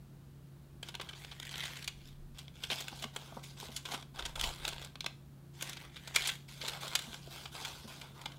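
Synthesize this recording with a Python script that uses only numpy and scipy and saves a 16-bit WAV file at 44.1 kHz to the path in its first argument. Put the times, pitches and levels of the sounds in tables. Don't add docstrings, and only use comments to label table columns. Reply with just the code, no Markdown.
import sys
import numpy as np
from scipy import signal
from scipy.fft import rfft, irfft
from scipy.io import wavfile
from scipy.ndimage import uniform_filter1d

SR = 44100
rng = np.random.default_rng(int(sys.argv[2]) if len(sys.argv) > 2 else 0)


def store_pcm(level_fs):
    pcm = np.round(np.clip(level_fs, -1, 1) * 32767).astype(np.int16)
    wavfile.write(sys.argv[1], SR, np.atleast_2d(pcm).T)


N = 369558
TIME = np.arange(N) / SR


def undb(db):
    return 10 ** (np.asarray(db) / 20)


def unit(x):
    return x / np.sqrt(np.mean(x ** 2))


def unit_energy(response):
    return response / np.linalg.norm(response)


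def add(track, s, x):
    i = int(s * SR)
    track[i:i + len(x)] += x[:max(N - i, 0)]


def through(x, response):
    return signal.fftconvolve(x, response)[:len(x)]


def butter(x, hz, kind, order=2):
    return signal.sosfilt(signal.butter(order, hz, kind, fs=SR, output="sos"), x)


def decay(t, t60):
    return np.exp(-np.log(1000) * t / t60)


def swelling(age):
    return age * np.exp(1 - age)


def arch(middle_s, length_s):
    return np.cos(np.pi * np.clip((TIME - middle_s) / length_s, -.5, .5))


def colour(points, size=2048):
    hz, db = np.transpose(points)
    bins = np.maximum(np.arange(size // 2 + 1) * SR / size, 1)
    log_gain = np.log(undb(np.interp(np.log(bins), np.log(hz), db)))
    cepstrum = irfft(log_gain)
    cepstrum[1:size // 2] *= 2
    cepstrum[size // 2 + 1:] = 0
    return unit_energy(irfft(np.exp(rfft(cepstrum))))


def walk(rate):
    k = max(int(SR / rate), 1)
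    steps = np.repeat(rng.standard_normal(N // k + 1), k)
    return unit(uniform_filter1d(uniform_filter1d(steps, k), k)[:N])


# pitch_hz, level_db (rms), waver (0-1)
MOTOR_TONES = [(138.6, -56, 0.14), (168.4, -67.5, 0.77), (346, -73.5, 0.55)]
# frequency_hz, relative_level_db
KITCHEN_SPECTRUM = [(20, -14), (62, 4.5), (100, -3.5), (165, -2), (270, -7), (480, -17), (1600, -25),
                    (2100, -29.5), (4000, -30), (5500, -34.5), (15500, -35)]


def kitchen(noise_db=-58):
    hum = np.zeros(N)
    for hz, db, waver in MOTOR_TONES:
        modulation = 1 + waver * (walk(14) + 1j * walk(19))
        tone = np.real(modulation * np.exp(2j * np.pi * hz * TIME))
        hum += undb(db) * unit(tone)
    noise = through(rng.standard_normal(N), colour(KITCHEN_SPECTRUM, size=8192))
    return hum + undb(noise_db) * noise


# middle_s, length_s, level_db (rms at the middle)
ARM_SWEEPS = [(2.12, 0.63, -52.5), (4.25, 0.22, -47), (4.442, 0.23, -42), (4.69, 0.25, -49.5)]


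def draught(band_hz=(18, 48)):
    wind = sum(undb(db) * arch(s, length) for s, length, db in ARM_SWEEPS)
    return wind * unit(butter(rng.standard_normal(N), band_hz, "band"))


def room(x, wall_db=-14.0, t60_low=0.29, t60_high=0.39, split_hz=4500, onset_s=0.00099):
    t = TIME[:SR // 2]
    low, high = rng.standard_normal((2, len(t)))
    low_tail = butter(low, split_hz, "low") * decay(t, t60_low)
    high_tail = .5 * butter(high, split_hz, "high") * decay(t, t60_high)
    tail = (low_tail + high_tail) * (1 - np.exp(-t / onset_s))
    return undb(wall_db) * through(x, unit_energy(tail))


# pitch_hz, relative_level_db, t60_s
PAN_MODES = [(959, 0, 0.16), (1577, -12.5, 0.29), (2134, 9.5, 0.03)]


def pan(x, ring_db=-55):
    t = TIME[:SR // 2]
    modes = sum(undb(db) * np.sin(2 * np.pi * hz * t) * decay(t, t60) for hz, db, t60 in PAN_MODES)
    return undb(ring_db) * through(x, modes)


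# start_s, thud_db, knock_db, knock_pitch_hz, time_to_peak_s
FINGER_BUMPS = [(2.716, -48, -43, 716, 0.0049), (2.925, -47, -46, 740, 0.0026),
                (3.043, -45.5, -57, 560, 0.0072), (3.322, -48, -47, 725, 0.0024),
                (3.367, -46, -41, 700, 0.0036), (3.627, -54, -43.5, 620, 0.0024),
                (3.688, -50.5, -53, 674, 0.0051), (4.434, -52, -48, 590, 0.0068),
                (6.634, -51.5, -44, 460, 0.0029), (7.072, -50.5, -65, 600, 0.011),
                (7.273, -55, -49.5, 465, 0.003), (7.843, -49, -58, 450, 0.0085)]


def bumps(thud_hz=230, knock_band=(.65, 1.45), rough=0.28):
    t = TIME[:8192]
    track = np.zeros(N)
    for s, thud_db, knock_db, hz, rise in FINGER_BUMPS:
        push = swelling(t / rise)
        low, high = rng.standard_normal((2, len(t)))
        thud = np.sin(2 * np.pi * thud_hz * t) + rough * unit(butter(low, 2 * thud_hz, "low"))
        knock = butter(high, hz * np.array(knock_band), "band", order=3)
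        for db, tone in ((thud_db, thud), (knock_db, knock)):
            add(track, s, undb(db) * np.linalg.norm(push) * unit_energy(push * tone))
    return track


def grains(rate):
    return unit((rng.random(N) < rate / SR) * rng.standard_normal(N))


def crackles(rate, range_db=16, crackle_s=.0011):
    sizes = (rng.random(N) < rate / SR) * undb(-range_db * rng.random(N))
    fall = np.exp(-TIME[:1024] / crackle_s)
    power = through(sizes ** 2, fall ** 2)
    return unit(np.sqrt(np.abs(power)))


# frequency_hz, relative_level_db
PAPER_SPECTRUM = [(200, -4.5), (480, -1.5), (950, 1), (1300, -1), (1550, 3), (1800, -6), (2200, 4),
                  (2700, 3), (3400, 8.5), (4000, 3.5), (5200, -6), (7500, -12), (15500, -27.5)]


def registers(low_hz=1500, high_hz=6500, lowest_hz=300):
    sheet = colour(PAPER_SPECTRUM)
    flap = butter(butter(sheet, low_hz, "low", order=4), lowest_hz, "high")
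    crisp = butter(sheet, [low_hz, high_hz], "band", order=4)
    fizz = butter(sheet, high_hz, "high", order=4)
    return [unit_energy(part) for part in (flap, crisp, fizz)]


def facet(patchy_db, count=40):
    ripple_db = patchy_db * rng.uniform(-1, 1, count)
    return colour(np.c_[np.geomspace(400, 16000, count), ripple_db], size=256)


def flex(x, patchy_db=6, hop_s=.03):
    hop = int(hop_s * SR)
    fade = np.hanning(2 * hop)
    track = np.zeros(N)
    for i in range(0, N - hop, hop):
        piece = x[i:i + 2 * hop]
        add(track, i / SR, np.convolve(piece * fade[:len(piece)], facet(patchy_db)))
    return track


# start_s, length_s, level_db (mid-stroke, before the band levels),
# growth_db (over the stroke), scrape_db (low scrape from pressing, relative, before its band level),
# flatness (how flat the sheet lies, 0-1)
FINGER_STROKES = [(0.828, 0.049, -56, 2, -7, 0.3), (1.007, 0.12, -58.5, -7, -1, 0),
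                  (1.147, 0.27, -57.5, -11, -9, 0.8), (1.386, 0.27, -50.5, 11, -11.5, 0),
                  (1.674, 0.16, -50.5, -6, -9, 0.48), (1.862, 0.21, -70, 26, -19, 0.2),
                  (2.342, 0.073, -62, 7, -9, 0), (2.535, 0.11, -57, 15.5, -10, 0),
                  (2.683, 0.12, -46, 8, -8, 0.42), (2.828, 0.21, -54, 7.5, -7, 0.63),
                  (3.131, 0.26, -57, -1.5, -2, 0.7), (3.426, 0.13, -56.5, -17, -9, 1),
                  (3.565, 0.079, -51, 8.5, -6, 0.5), (3.708, 0.069, -53, 8, -8, 1),
                  (3.844, 0.092, -50, 10.5, -1, 0.45), (4.138, 0.16, -55, 1.5, -1, 0.14),
                  (4.367, 0.095, -46.5, 11, -0.5, 1), (4.466, 0.27, -52, -3, -3.5, 0.3),
                  (4.625, 0.049, -47, 5, -2, 0.37), (4.73, 0.096, -56, 14, -4, 0),
                  (5.53, 0.11, -57.5, 18, -7.5, 1), (5.604, 0.12, -49, -4, -7.5, 0.4),
                  (5.784, 0.078, -56, -1.5, -3.5, 0.23), (5.914, 0.28, -58, 12, -7, 0.7),
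                  (6.138, 0.18, -43.5, -6, -9, 0.45), (6.477, 0.17, -52.5, 0.5, -12.5, 0.5),
                  (6.6, 0.09, -47, 5, -4, 0.4), (6.712, 0.07, -50, -1.5, 0.5, 0.48),
                  (6.803, 0.2, -47, -7, -2.5, 0.4), (7.01, 0.145, -52.5, 3, -4, 0.8),
                  (7.21, 0.13, -58.5, -4, -7, 1), (7.301, 0.15, -50.5, -2, -5, 0.95),
                  (7.514, 0.17, -49.5, 7, -1.5, 1), (7.693, 0.15, -55, -2, -6, 1),
                  (7.873, 0.22, -54, -8.5, -0.5, 0.8), (8.14, 0.22, -60.5, -6.5, 2.5, 0.6)]


def strokes(calm_db=-8.5, airy_db=4.5, attack_s=0.0084, release_s=0.04):
    powers = np.full((4, N), 1e-18)
    for s, length, db, growth_db, press_db, flat in FINGER_STROKES:
        t = TIME[:int((length + 8 * release_s) * SR)]
        attack = np.minimum(t / attack_s, 1)
        hold = undb(db + growth_db * (np.minimum(t / length, 1) - .5))
        release = np.exp(-np.maximum(t - length, 0) / release_s)
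        for power, share_db in zip(powers, (0, press_db, airy_db * flat, calm_db * flat)):
            add(power, s, (undb(share_db) * attack * hold * release) ** 2)
    return np.sqrt(powers)


# middle_s, length_s
STRIP_LOWERINGS = [(1.585, 1), (5.966, 1)]


def rustle(scrape_db=-1, crisp_db=-2.0, fizz_db=-9.5, crackle_db=-0.1, rub_db=-3.0,
           swish_db=-3, swish_hz=(1600, 2450), hiss_db=-12, hiss_hz=(3900, 5400),
           air_db=-18.0, air_hz=(9500, 16000)):
    force, scrape, fizz, creasing = strokes()
    crackling = undb(crackle_db) * creasing / force * crackles(rate=200)
    grip = np.hypot(undb(rub_db), crackling)
    free = sum(arch(s, length) for s, length in STRIP_LOWERINGS)
    click = signal.unit_impulse(1024)
    bands = [unit_energy(butter(click, hz, "band")) for hz in (swish_hz, hiss_hz, air_hz)]
    drives = (scrape * undb(scrape_db), force * undb(crisp_db), fizz * undb(fizz_db),
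              force * free * undb(swish_db), fizz * (1 - free) * undb(hiss_db), fizz * undb(air_db))
    track = np.zeros(N)
    for drive, response in zip(drives, registers() + bands):
        track += through(grip * drive * grains(rate=10000), response)
    return track


# start_s, level_db (crisp middle), flap_db (low flap, relative, before its trim),
# fizz_db (top fizz, relative), time_to_peak_s
CREASE_SNAPS = [(0.828, -39.5, -9, -8.5, 0.0023), (0.885, -43, -7.5, -6.5, 0.0032),
                (0.941, -45.5, -1.5, -14, 0.0023), (0.950, -37, -11, -9.5, 0.0018),
                (0.997, -40, 0.5, -18, 0.0021), (1.011, -41.5, -5, -7.5, 0.003),
                (1.088, -41.5, -23, -13.5, 0.0035), (1.131, -45, -10, -21, 0.0019),
                (1.246, -42.5, -8, -12, 0.0015), (1.311, -46.5, -7.5, -15, 0.0062),
                (1.399, -39.5, -8, -2.5, 0.00088), (1.427, -41.5, -12, -7, 0.0018),
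                (1.451, -47, -14, -4, 0.0018), (1.51, -49, -8, -2, 0.0041), (1.539, -40.5, -11, -20, .0025),
                (1.556, -38.5, -9, -10, 0.0011), (1.58, -45, -14, 0, 0.0014),
                (1.623, -48, -15, -16, 0.0022), (1.636, -42.5, -15, -6, .0024),
                (1.652, -40, -11, -6, 0.0033), (1.768, -44.5, -18, -9, .0018),
                (1.825, -43, -20, -10, 0.0012), (1.842, -42.5, -22, -4, 0.0025),
                (1.876, -33.5, -16, -5, 0.0031), (2.383, -48, -12, -3, 0.0061),
                (2.48, -45.5, -16, -34, 0.0011), (2.635, -35, -16.5, -10, 0.0033),
                (2.7, -33, -9, -16, 0.0045), (2.71, -34.5, -16, -10.5, 0.0071),
                (2.73, -33.5, -22, -12, 0.0015), (2.804, -40.5, -10, -2, 0.003),
                (2.881, -37.5, -10, -6, 0.0018), (3.022, -41.5, -6, -4.5, 0.0035),
                (3.040, -35, -1, -8.5, 0.0015), (3.161, -37.5, -1, -4, 0.0025),
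                (3.761, -40.5, -28, 1.5, 0.0048), (3.852, -39.5, -9, -10, 0.0046),
                (3.916, -40, -1, -6.5, 0.0044), (3.939, -38.5, -1, -7.5, 0.004),
                (4.024, -47.5, -5, -9, 0.0019), (4.189, -38, -3.5, -12, 0.0037),
                (4.223, -38.5, -10, -16.5, 0.0015), (4.251, -37.5, -6, -4.5, 0.0047),
                (4.354, -40.5, -4.5, -6.5, 0.0037), (4.393, -36.5, -28, -8, 0.0032),
                (4.411, -28.5, -14, -5, 0.0012), (4.435, -31.5, -17, -8.5, 0.0038),
                (4.649, -32.5, -7.5, -9, 0.0025), (4.678, -34.5, -8, -3, 0.0022),
                (4.688, -38.5, -12, 0, 0.0011), (4.731, -38.5, -22, -16, 0.0011),
                (4.846, -46.5, -19, 1, 0.0018), (4.955, -43.5, -3.5, -13, 0.0012),
                (5.006, -33, -19, -9.5, 0.0012), (5.043, -38, -2, -14, 0.00094),
                (5.061, -30.5, -6, -9.5, 0.0018), (5.622, -38.5, -7, 2.5, 0.0028),
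                (5.694, -46, -4, 5, 0.002), (5.73, -42.5, -26, -6, 0.002),
                (5.767, -44.5, -8, -10.5, 0.0038), (5.958, -46, -9.5, -13, 0.0057),
                (6.073, -45.5, -3.5, -1.5, 0.0034), (6.159, -21, -18.5, -4.5, 0.0025),
                (6.221, -35, -24, -7, 0.0013), (6.250, -35.5, -15, -10, 0.007),
                (6.272, -34.5, -11, 3.5, 0.003), (6.287, -31, -13, -10, 0.0041),
                (6.612, -39.5, -21, -16, 0.0046), (6.653, -39.5, -13, -25, 0.0025),
                (6.678, -37, -8.5, -2.5, 0.0041), (6.732, -42, -12, -12, 0.0029),
                (6.879, -41.5, -17, -0.5, 0.0016), (6.952, -24, -14.5, -3, 0.0023),
                (6.99, -36, -22, -5, 0.0021), (7.021, -50, -14, 4, 0.0014), (7.129, -45, -5.5, -24, 0.0026),
                (7.141, -43, -3, -5, 0.0023), (7.455, -40.5, -4.5, -20, 0.0022),
                (7.55, -45, -0.5, -7, 0.0022), (7.647, -39, -15, -5, 0.0042),
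                (8.013, -43.5, -13, -8, 0.0027), (8.214, -51, -8, -2, 0.0026),
                (8.256, -35.5, -4.5, -12.5, 0.0024), (8.318, -49.5, -16, -13, 0.0018)]


def snaps(flap_trim_db=-1, patchy_db=4.0, settle_db=-25, settle_s=.02, jerk_db=-1):
    size = int(.09 * SR)
    t = TIME[:size]
    jerks = np.hypot(1, undb(jerk_db) * crackles(rate=900))
    clicks = [jerks * grains(rate=14000) for _ in range(3)]
    parts = registers()
    aimed, spread = np.zeros((2, N))
    for s, db, flap_db, fizz_db, rise in CREASE_SNAPS:
        age = t / rise
        settling = undb(settle_db) * (1 - np.exp(-age)) * np.exp(-t / settle_s)
        swell = swelling(age) + settling
        ring = facet(patchy_db)
        start = rng.integers(N - size)
        for part, source, share_db in zip(parts, clicks, (flap_db + flap_trim_db, 0, fizz_db)):
            even = through(swell * source[start:start + size], part)
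            gain = undb(db + share_db) * np.linalg.norm(swell)
            add(aimed, s, gain * unit_energy(through(even, ring)))
            add(spread, s, gain * unit_energy(even))
    return aimed, spread


def scene():
    background = kitchen() + draught()
    aimed, spread = snaps()
    handling = flex(rustle()) + bumps()
    wall = pan(spread + handling)
    mono = aimed + handling + wall + room(spread + handling + wall) + background
    return np.array([mono, mono])


def record(dry, top_hz=15750):
    return signal.sosfilt(signal.ellip(10, .2, 70, top_hz, fs=SR, output="sos"), dry)


dry = scene()
out = record(dry)
store_pcm(out)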